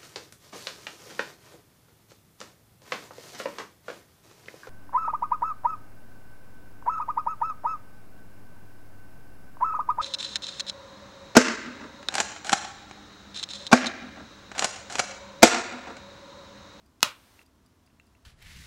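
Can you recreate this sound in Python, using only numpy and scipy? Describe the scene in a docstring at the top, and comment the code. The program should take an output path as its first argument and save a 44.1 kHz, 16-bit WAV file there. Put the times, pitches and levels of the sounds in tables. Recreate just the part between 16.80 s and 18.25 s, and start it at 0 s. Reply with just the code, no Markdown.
"""A metal pocket watch handled close by in a small, quiet room.
The catch scrapes and slips, then the lid snaps with a sharp double click: brief forces crack and ring
the case modes, and a decaying noise tail answers as the room. A soft shaped-noise hiss lingers, then stops.
The turned case gives faint clicks of short modes. The movement ticks once early and then, after a gap,
about every fifth of a second: paired impacts of high modes and fizz. Room tone and hum lie beneath."""
import sys
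import numpy as np
from scipy import signal
from scipy.fft import rfft, irfft
from scipy.io import wavfile

SR = 44100
rng = np.random.default_rng(int(sys.argv[2]) if len(sys.argv) > 2 else 0)


def wrap_up_sound(samples):
    """Save the sound to the file named by the first command line argument, as 16-bit audio."""
    columns = np.atleast_2d(samples).T
    # keep every value between -1 and 1, then stretch to whole-number steps
    tamed = np.clip(columns, -1, 1)
    steps = np.round(tamed * 32767).astype(np.int16)
    wavfile.write(sys.argv[1], SR, steps)


N = 63945  # length in samples
SNAP_S = .22948  # the lid snaps, and the lingering hiss begins to rise


def amp(db):
    """Decibels to gain."""
    return 10 ** (np.asarray(db) / 20)


def read(points, hz):
    """Interpolates a table of (frequency, value) on a log-frequency axis."""
    f, value = np.transpose(points)
    return np.interp(np.log(hz + 1), np.log(f + 1), value)


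def add(mix, s, sound):
    """Adds a sound into the mix at time s, in seconds."""
    part = mix[max(round(s * SR), 0):][:len(sound)]
    part += sound[:len(part)]


def seconds(size):
    """Time axis in seconds."""
    return np.arange(size) / SR


def noise(points):
    """Gaussian noise filtered to the given spectrum, at rms 1."""
    gain = amp(read(points, np.fft.rfftfreq(N, 1 / SR)))
    x = irfft(rfft(rng.standard_normal(N)) * gain, N)
    return x / x.std()


def impulse(points, size=4096):
    """A click with the given spectrum and minimum phase, so its energy comes first."""
    log_gain = np.log(amp(read(points, abs(np.fft.fftfreq(size, 1 / SR)))))
    spectrum = np.exp(np.conj(signal.hilbert(log_gain)))
    return np.fft.ifft(spectrum).real[:size // 2]


def soften(x, hz):
    """A softer contact loses its treble: a one-pole low-pass."""
    r = np.exp(-2 * np.pi * hz / SR)
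    return signal.lfilter([1 - r], [1, -r], x)


def ring(hz, db, t60, rise=0, size=6000):
    """One mode: a sine that swells with time constant rise and dies away by 60 dB in t60."""
    t = seconds(size)
    swell = 1 - np.exp(-t / (rise + 1e-9))
    return amp(db - 60 * t / t60) * np.sin(2 * np.pi * hz * t) * swell


def background():
    """Room tone with a faint hum, and a hiss that comes up after the snap and stops short."""
    # room tone spectrum: frequency_hz, relative_level_db
    floor = [(15, -34), (25, -8.5), (75, 6.5), (144, -5), (253, -0.5), (537, -14.5), (666, -11), (782, -17),
             (945, -11.5), (2230, -22), (4380, -23.5), (4750, -26), (5140, -23.5), (8580, -29),
             (15500, -33.5)]
    # steady hum partials: pitch_hz, rms_level_db
    hum_partials = [(55, -85.5), (253, -79)]
    # lingering hiss spectrum: frequency_hz, relative_level_db
    hiss = [(100, 0), (1000, 0.5), (2000, -2), (4000, -3.5), (6500, -7), (7500, -9.5), (9000, -6.5),
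            (10500, -13), (11500, -9.5), (13000, -11), (15500, -13.5)]
    floor_db, hiss_db = -63, -62.5
    hiss_rise_s, hiss_end_s, hiss_fall_s = .054, .638, .0069
    t = seconds(N)
    hum = np.zeros(N)
    for hz, db in hum_partials:
        hum += amp(db) * np.sqrt(2) * np.sin(2 * np.pi * (hz * t + rng.random()))
    fade_in = np.clip((t - SNAP_S) / hiss_rise_s, 0, 1)
    fade_out = np.clip((hiss_end_s - t) / hiss_fall_s, 0, 1)
    lingering = amp(hiss_db) * fade_in * fade_out * noise(hiss)
    return amp(floor_db) * noise(floor) + hum + lingering


def ticking():
    """The escapement beats; each impact is a tiny fizz and a high ring."""
    # ticks: start_s, relative_level_db
    ticks = [(.0594, -61), (0.6596, -58), (0.8592, -58), (1.0613, -59), (1.2655, -62.5)]
    # impacts of the escapement within one tick: delay_s, relative_level_db
    escapement = [(0, -4), (.0032, 4)]
    # modes of the movement: pitch_hz, relative_level_db, t60_s, rise_s
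    tick_modes = [(4712, 6.5, 0.0083, 0.0027), (4830, -1, 0.037, 0.0041)]
    # fizz spectrum: frequency_hz, relative_level_db
    fizz_colour = [(500, -20), (4000, -6.5), (6500, -7), (8200, -4), (10000, -0.5), (11500, -25),
                   (14000, -2), (16000, -15)]
    fizz_db, fizz_t60_s = -7.5, .015
    out, t = np.zeros(N), seconds(N)
    tick = sum(ring(*mode) for mode in tick_modes)
    fizz_decay = amp(fizz_db - 60 * t / fizz_t60_s)
    for s, level_db in ticks:
        for delay, db in escapement:
            level = amp(level_db + db)
            add(out, s + delay, level * tick)
            add(out, s + delay, level * fizz_decay * noise(fizz_colour))
    return out


def spread(x):
    """Two all-pass filters: the lid passes one band on about half a millisecond late."""
    band_hz, width_hz = 5500, 2900
    r = np.exp(-np.pi * width_hz / SR)
    a = [1, -2 * r * np.cos(2 * np.pi * band_hz / SR), r * r]
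    return signal.lfilter(a[::-1], a, signal.lfilter(a[::-1], a, x))


def catch_scrape():
    """The catch scrapes before it lets go: band noise that swells just before the snap."""
    start_s, level_db, hz = .217, -56.5, 5400
    surge, surge_s = 8, .0015  # added gain at the snap, and the time constant of the swell
    t = seconds(N)
    scrape = noise([(hz / 10, -3), (hz / 2, -9), (hz, 0), (hz * 2, -18)])
    swell = 1 + surge * np.exp(-abs(t - SNAP_S) / surge_s)
    return scrape * amp(level_db) * (t > start_s) * (t < SNAP_S) * swell


def lid():
    """Catch contacts, snap and rebound crack and ring the case; gives (direct, sent to room)."""
    # light contacts of the catch before the snap: start_s, relative_level_db, brightness_hz
    contacts = [(.2062, -39, 12000), (.2082, -49, 5000), (.2181, -47, 16000)]
    # modes of the case: pitch_hz, relative_level_db, t60_s
    case = [(954, -25.5, 0.0097), (1273, -22, 0.0299), (2011, -30, 0.0302), (2569, -17.5, 0.0294),
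            (2858, -20.5, 0.033), (3339, -24.5, 0.022), (3760, -23, 0.0185), (4155, -23, 0.0307),
            (5384, -26, 0.03), (6160, -26, 0.02), (6980, -22.5, 0.018), (7569, -29.5, 0.0214),
            (9081, -28, 0.0225), (10138, -32.5, 0.0496), (12235, -28, 0.0072)]
    # sharp crack of each contact: frequency_hz, relative_level_db
    crack = [(30, -10), (100, 1), (250, 15.5), (500, -9.5), (1000, 14.5), (3000, 13), (6000, 15),
             (7600, 12), (8700, 1), (10800, -3.5), (12600, 3), (14500, -5), (16500, -9)]
    snap = (SNAP_S, 4, 12037)  # start_s, relative_level_db, brightness_hz
    rebound = (SNAP_S + .00204, -8.5, 2100)
    ring_room_db = -26  # ringing sent to the room
    modes = sum(ring(*mode) for mode in case)
    force = np.zeros(N)
    for s, db, hz in contacts + [snap, rebound]:
        add(force, s, amp(db) * soften(signal.unit_impulse(len(modes)), hz))
    force = spread(force)
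    ringing = signal.fftconvolve(force, modes)[:N]
    knock = ring(92, -54, .1)  # low thud as the hand takes the blow
    add(knock, 0, -impulse(crack))
    direct = ringing + signal.fftconvolve(force, knock)[:N] + catch_scrape()
    return direct, force + amp(ring_room_db) * ringing


def room(x):
    """Quick scatter from the hand and table, plus a diffuse noise tail that decays by frequency."""
    # tail spectrum: frequency_hz, relative_level_db
    colour = [(50, -27), (120, -7), (250, -7), (450, -8.5), (600, 3.5), (750, -3.5), (1050, 4.5),
              (1400, 5.5), (1800, -2.5), (2700, 2), (3300, 1), (4200, 1.5), (5000, 0), (6000, -0.5),
              (8000, -7), (9000, -14), (12000, -16.5), (15500, -14)]
    # tail decay: frequency_hz, t60_s
    decay = [(100, 0.36), (500, 0.2), (1200, .27), (3000, 0.26), (6000, 0.17), (10000, 0.25), (16000, 0.19)]
    delay_s, build_s = .003, .011  # the tail waits, then fades in
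    near_db, near_t60_s, near_delay_s = -4.5, .018, .0015
    t = seconds(size=24000)
    hz, at, z = signal.stft(rng.standard_normal(len(t)), SR, nperseg=256)
    z = z * amp(-60 * at / read(decay, hz)[:, None])
    tail = signal.istft(z, SR, nperseg=256)[1][:len(t)]
    tail *= np.clip((t - delay_s) / build_s, 0, 1)
    tail = signal.fftconvolve(tail / np.linalg.norm(tail), impulse(colour))[:len(t)]
    near = rng.standard_normal(len(t)) * (t > near_delay_s) * amp(-60 * t / near_t60_s)
    response = tail + amp(near_db) * near / np.linalg.norm(near)
    return signal.fftconvolve(x, response)[:N]


def handling():
    """Faint clicks as the case is turned in the fingers: a dry onset and short modes."""
    # clicks: start_s, relative_level_db, brightness_hz
    clicks = [(0.5916, -43.5, 4500), (.6145, -47, 2200), (1.0752, -59, 4000), (1.101, -62.5, 3000),
              (1.198, -46, 9040), (1.274, -60.5, 2500), (1.3502, -53.5, 3000)]
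    # modes of each click: pitch_hz, relative_level_db, t60_s, rise_s
    click_modes = [(1380, -6.5, 0.011, 0.00022), (1970, -1, 0.0091, 0.00034), (2300, 3, 0.0062, 0.00053),
                   (2710, 5, 0.021, 0.0018), (4150, -10, .012, 0.00039), (6700, -8.5, 0.0079, .0003)]
    edge_db = -2  # dry onset, before softening
    out = np.zeros(N)
    # neighbouring modes start in opposite polarity
    click = sum((-1) ** k * ring(*mode) for k, mode in enumerate(click_modes))
    click[0] += amp(edge_db)
    for s, db, hz in clicks:
        add(out, s, amp(db) * soften(click, hz))
    return out


def scene():
    """The watch, too small to radiate deep bass, its room sound and the background."""
    low_cut_hz, small_room_db = 140, -19  # the second sends clicks and ticks to the room
    snap, send = lid()
    small = handling() + ticking()
    watch = snap + small + room(send + amp(small_room_db) * small)
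    low_cut = signal.butter(2, low_cut_hz, "high", fs=SR, output="sos")
    return (signal.sosfilt(low_cut, watch) + background())[None]


def record(dry):
    """Clips at full scale, then low-passes to limit the band."""
    edge_hz = 15900
    band_limit = signal.firwin(255, edge_hz, window=("kaiser", 9), fs=SR)
    return signal.oaconvolve(np.clip(dry, -1, 1), band_limit[None], "same")


dry = scene()
out = record(dry)
wrap_up_sound(out)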